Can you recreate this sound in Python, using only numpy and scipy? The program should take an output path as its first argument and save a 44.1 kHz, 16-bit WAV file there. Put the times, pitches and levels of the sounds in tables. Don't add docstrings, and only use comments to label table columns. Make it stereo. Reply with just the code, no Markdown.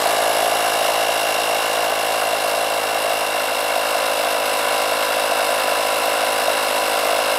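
import sys
import numpy as np
from scipy import signal
from scipy.fft import rfft, irfft, next_fast_len
from scipy.io import wavfile
from scipy.ndimage import uniform_filter1d

SR = 44100
rng = np.random.default_rng(int(sys.argv[2]) if len(sys.argv) > 2 else 0)


def dump(signal):
    limited = np.clip(np.atleast_2d(signal).T, -1, 1)
    pcm = np.round(limited * 32767).astype(np.int16)
    wavfile.write(sys.argv[1], SR, pcm)


N = 325458
GEAR, PINION = 52, 11


def undb(db):
    return 10 ** (np.asarray(db) / 20)


def level(x, db):
    return x * undb(db) / np.sqrt(np.mean(x ** 2))


def curve(table, column):
    rows = np.array(table, float)
    return np.interp(np.arange(N) / SR, rows[:, 0], rows[:, column])


def change(at_s, time_s):
    return .5 + .5 * np.tanh((np.arange(N) / SR - at_s) / (2 * time_s))


def walk(rate):
    hold = int(SR / rate)
    steps = np.repeat(rng.standard_normal(N // hold + 1), hold)
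    return 1.16 * uniform_filter1d(uniform_filter1d(steps, hold), hold)[:N]


def colour(x, points, peaks=()):
    size = next_fast_len(N)
    hz = np.maximum(np.arange(size // 2 + 1) * SR / size, 1)
    rows = np.array(points, float)
    power = undb(2 * np.interp(np.log(hz), np.log(rows[:, 0]), rows[:, 1], left=-90))
    for centre_hz, width_hz, db in peaks:
        power = power + undb(2 * db) / (1 + (2 * (hz - centre_hz) / width_hz) ** 2) ** 2
    return irfft(rfft(x, size) * np.sqrt(power), size)[:N]


def ring(x, hz, width_hz):
    pole = np.exp((2j * np.pi * hz - np.pi * width_hz) / SR)
    return signal.lfilter([1], [1, -pole], x).imag


def swell(crank, angle, depth_db):
    return undb(depth_db * np.cos(2 * np.pi * (crank - angle)))


def puff(crank, angle, rise, fall):
    since = (crank - angle) % 1
    return (1 - np.exp(-since / rise)) * np.exp(-since / fall)


def each_turn(crank, angle, scatter_db):
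    turn = (crank + 1 - angle % 1).astype(int)
    gain_db = scatter_db * rng.standard_normal(turn[-1] + 1)[turn]
    return undb(uniform_filter1d(gain_db, SR // 1000))


def worn(crank, depth_db, count=28):
    pattern = rng.standard_normal(count)
    return undb(depth_db * np.interp(crank % 1, np.arange(count) / count, pattern, period=1))


START_TURNS = .938
# time in seconds, speed in Hz.
CRANK_SPEED = [(0, 54.25), (.15, 54.324), (1.15, 54.371), (1.3, 53.661), (1.7, 54.198), (2.4, 53.396),
               (2.9, 53.116), (3.05, 53.195), (4.05, 52.859), (4.2, 52.557), (5, 52.742), (5.15, 52.494),
               (6.55, 52.412), (6.7, 52.629), (6.85, 52.23), (7.38, 52.2)]


def crank_angle():
    return START_TURNS + np.cumsum(curve(CRANK_SPEED, 1)) / SR


LOOSE_START, LOOSE_EASE_PER_S, LOOSE_END = 0.91, .1, 0.11
SETTLES_S, SETTLE_TIME_S = 3.38, 0.087


def rocking_share():
    rocking = LOOSE_START - LOOSE_EASE_PER_S * np.arange(N) / SR
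    return np.clip(rocking + (LOOSE_END - rocking) * change(SETTLES_S, SETTLE_TIME_S), 0, 1)


EARLY_START_DB, EARLY_END_DB, FADES_AT_S, FADE_TIME_S = -10, -18.5, 2.6, 0.73


def early_colour_gain():
    return undb(EARLY_START_DB + (EARLY_END_DB - EARLY_START_DB) * change(FADES_AT_S, FADE_TIME_S))


# multiple of crank speed, relative level in dB.
LOOSE_PARTIALS = [(1, -37), (2, -19), (3, -21), (4, -20.5), (5, -18), (6, -11.5), (7, -8), (8, -6.5),
                  (9, -2.5), (10, -2), (11, -0.5), (12, 0.5), (13, 4.5), (14, -5.5), (15, -2), (16, -5.5),
                  (17, -14), (18, -13), (19, -6.5), (20, -20), (21, -7.5), (22, -7), (23, -53), (24, -49),
                  (25, -47), (26, -26), (27, -38), (28, -47), (29, -16), (30, -10)]
FIRM_PARTIALS = [(1, -36), (2, -22), (3, -27.5), (4, -25), (5, -15), (6, -12.5), (7, -55), (8, -17.5),
                 (9, -4), (10, 1), (11, 2), (12, -3.5), (13, -5.5), (14, -10), (15, -4.5), (16, -10.5),
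                 (17, -9), (18, -21), (19, 0), (20, -11), (21, -7), (22, -17.5), (23, -8), (24, -43),
                 (25, -16), (26, -6), (27, -14), (28, -9), (29, -31), (30, -9.5)]


def stroke(crank, loose):
    orders = np.array(LOOSE_PARTIALS)[:, 0]
    delay = .065 + sum(.45 * np.exp(-((orders - k) / 1.25) ** 2) for k in (12.6, 20.4))
    lag = np.cumsum(delay)
    beat = loose * np.sin(2 * np.pi * (5 - GEAR / PINION) * crank)
    out = 0
    for (k, loose_db), (_, firm_db), late in zip(LOOSE_PARTIALS, FIRM_PARTIALS, lag):
        rocked = min(k / 7.3, 1) ** 2
        wander_db = rocked * ((0.35 + 0.92 * loose) * walk(12) + 0.44 * beat)
        db = firm_db + (loose_db - firm_db) * loose + wander_db
        wander = rocked * (0.17 * beat + (0.0089 + 0.031 * loose) * walk(12))
        out = out - undb(db) * np.cos(2 * np.pi * (k * crank - late + wander))
    return out


# multiple of motor speed, relative level in dB,
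# level of each crank-rate sideband in dB against its line.
MOTOR_LINES = [(1, -20, -20), (3, -5.5, -33), (4, -31, 17)]


def motor(crank):
    load = np.cos(2 * np.pi * crank)
    motor_turns = crank * GEAR / PINION
    out = 0
    for k, db, band_db in MOTOR_LINES:
        swing = 1 + 2 * undb(band_db) * load
        out = out + undb(db + 1.4 * walk(7.9)) * swing * np.sin(2 * np.pi * k * motor_turns)
    return out


KNOCK_ANGLE, KNOCK_SCATTER_DB, KNOCK_JITTER_MS = 0.2623, 1.5, .3
# frequency in Hz, width in Hz, relative level in dB.
HOUSING_MODES = [(478, 123, -5.5), (568, 140, -5), (685, 82, 1.5), (775.4, 45, -2), (1030, 86, -19),
                 (1190, 58, -16), (1430, 140, -15), (1716, 57, -4.5)]


def knocks(crank, loose):
    turns = np.arange(int(crank[-1]))
    chance = rng.standard_normal((len(turns), len(HOUSING_MODES) + 2))
    at = np.interp(turns + KNOCK_ANGLE, crank, np.arange(N)) + KNOCK_JITTER_MS * chance[:, 0] * SR / 1000
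    at = np.clip(at, 0, N - 1).astype(int)
    size = undb(KNOCK_SCATTER_DB * chance[:, 1] + 3.6 * loose[at])
    out = 0
    for k, (hz, width_hz, db) in enumerate(HOUSING_MODES):
        blows = np.zeros(N)
        blows[at] = size * undb(db) * np.tanh(3.3 * chance[:, k + 2])
        softened = ring(blows, hz, width_hz)
        out = out + ring(softened, hz, 3.3 * width_hz) * width_hz
    high_pass = signal.butter(4, 330, "high", fs=SR, output="sos")
    return level(signal.sosfilt(high_pass, out), -12.0)


# frequency in Hz, relative spectral level in dB.
THUD_SPECTRUM = [(40, -48), (150, -43), (300, -19.5), (420, -16), (560, -3), (690, 7), (800, -6.5),
                 (950, -33)]
CHATTER_SPECTRUM = [(60, -45), (300, -22.5), (700, -5), (1000, -2.5), (1250, -1.5), (1500, 1.5),
                    (1900, -9.5), (2200, -5), (2500, -33)]


def rattle(crank):
    burst = swell(crank, .38, 11) * each_turn(crank, .9, 1.5)
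    chatter = (.5 + puff(crank, 0.078, 0.023, 0.57)) * each_turn(crank, 0.039, 1.55) * worn(crank, 0.7)
    thuds = level(colour(burst * rng.standard_normal(N), THUD_SPECTRUM), -7.5)
    return thuds + level(colour(chatter * rng.standard_normal(N), CHATTER_SPECTRUM), -9.5)


# frequency in Hz, width in Hz, relative level in dB.
GEAR_MODES = [(2765, 210, -2), (2612, 70, -6), (3000, 400, -9)]
# multiple of the tooth rate, mode frequency in Hz, mode width in Hz,
# relative level in dB, level change in dB, and times in seconds of two level steps,
# one adding the change and one removing it.
TOOTH_OVERTONES = [(2, 5530, 300, -10, -1, 0.97, 0.9), (4, 11050, 370, -9, 8, 0.05, 0.66)]
# time in seconds, gain in dB.
WHINE_GAIN = [(0, -3.5), (.5, -0.5), (1.1, 2.5), (2.5, -1.1), (3.5, 0.3), (4.2, -2), (7.38, -2)]


def whine(crank, early):
    teeth = GEAR * crank + 0.61 * np.sin(2 * np.pi * (crank - .62)) + 0.2 * walk(25)
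    load = (0.043 + puff(crank, 0.69, .1, 0.087)) * each_turn(crank, .64, 0.49)

    def steep(multiple, hz, width_hz, db):
        contact = load * np.sin(2 * np.pi * multiple * teeth)
        return undb(db) * width_hz ** 2 * ring(ring(contact, hz, width_hz), hz, width_hz)

    overtones = 0
    for *mode, change_db, first_step_s, second_step_s in TOOTH_OVERTONES:
        steps = change(first_step_s, .08) - change(second_step_s, 0.091)
        overtones = overtones + steep(*mode) * undb(change_db * steps)
    main = level(sum(steep(0.99, *mode) for mode in GEAR_MODES), -10.0)
    return (main + early * level(overtones, -5)) * undb(curve(WHINE_GAIN, 1))


def air(crank, points, peaks):
    puffs = 0.36 + puff(crank, 0.64, 0.23, 0.27) + 0.5 * puff(crank, 0.15, 0.02, 0.1)
    gate = puffs * each_turn(crank, 0.57, 0.57) * worn(crank, 0.56)
    grain = undb(0.91 * np.minimum(rng.exponential(size=N), 5)) * rng.standard_normal(N)
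    low, high = (level(colour(gate ** depth * grain, points, peaks), 0) for depth in (.9, 1.5))
    low_pass, high_pass = (signal.butter(2, 6800, kind, fs=SR, output="sos") for kind in ("low", "high"))
    return signal.sosfiltfilt(low_pass, low) + signal.sosfiltfilt(high_pass, high)


# frequency in Hz, relative spectral level in dB.
AIR_SPECTRUM = [(900, 6.5), (1800, -8), (2200, -4.5), (2450, -9), (2950, -1), (3250, -5), (4000, -4.5),
                (5000, -7), (7000, -14.5), (9500, -9), (12700, -12.5), (13800, -18), (14800, -35),
                (15600, -36)]
# frequency in Hz, width in Hz, relative level in dB.
SHELL_MODES = [(2177, 510, 0), (3427, 134, 0), (3806, 270, 1.5), (4150, 89, 2), (5064, 560, -3.5),
               (5450, 83, -6), (8150, 1010, -6), (9540, 120, -9), (10430, 480, -3.5), (11150, 140, -6),
               (12080, 350, -4)]


def valve_hiss(crank):
    return air(crank, AIR_SPECTRUM, SHELL_MODES) * undb(-6.5)


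# frequency in Hz, width in Hz, relative level in
# dB.
EARLY_MODES = [(5500, 400, -25), (6900, 1800, 0), (11700, 600, -8)]


def early_hiss(crank, early):
    faint_floor = [(4000, -40), (12000, -40), (15000, -70)]
    return early * undb(-10.5) * air(crank, faint_floor, EARLY_MODES)


# frequency in Hz, gain in dB.
SIDE_GAIN = [(60, -40), (300, -13.5), (500, -8.5), (750, -57), (1200, -18.5), (2500, -18), (5000, -22.5),
             (10000, -12), (14000, -25)]


def side_sound(crank, hiss):
    return colour(undb(-7.0) * rattle(crank) + hiss, SIDE_GAIN)


# time in seconds, gain in dB.
OVERALL_GAIN = [(0, -17.5), (1, -19), (2, -19.5), (3.5, -20), (4.1, -19), (4.8, -18.5), (5.5, -18.5),
                (7.38, -18)]


def scene():
    crank, loose, early = crank_angle(), rocking_share(), early_colour_gain()
    hiss, hiss_side = valve_hiss(crank), valve_hiss(crank)
    near_hiss = early_hiss(crank, early)
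    lines = undb(-9) * (stroke(crank, loose) + motor(crank))
    mid = lines + knocks(crank, loose) + rattle(crank) + whine(crank, early) + hiss + near_hiss
    side = side_sound(crank, hiss_side)
    return undb(curve(OVERALL_GAIN, 1)) * np.array([mid + side, mid - side])


def record(dry):
    low_pass = signal.ellip(12, .3, 80, 15650, fs=SR, output="sos")
    return signal.sosfilt(low_pass, np.tanh(1.5 * dry) / 1.5)


dry = scene()
out = record(dry)
dump(out)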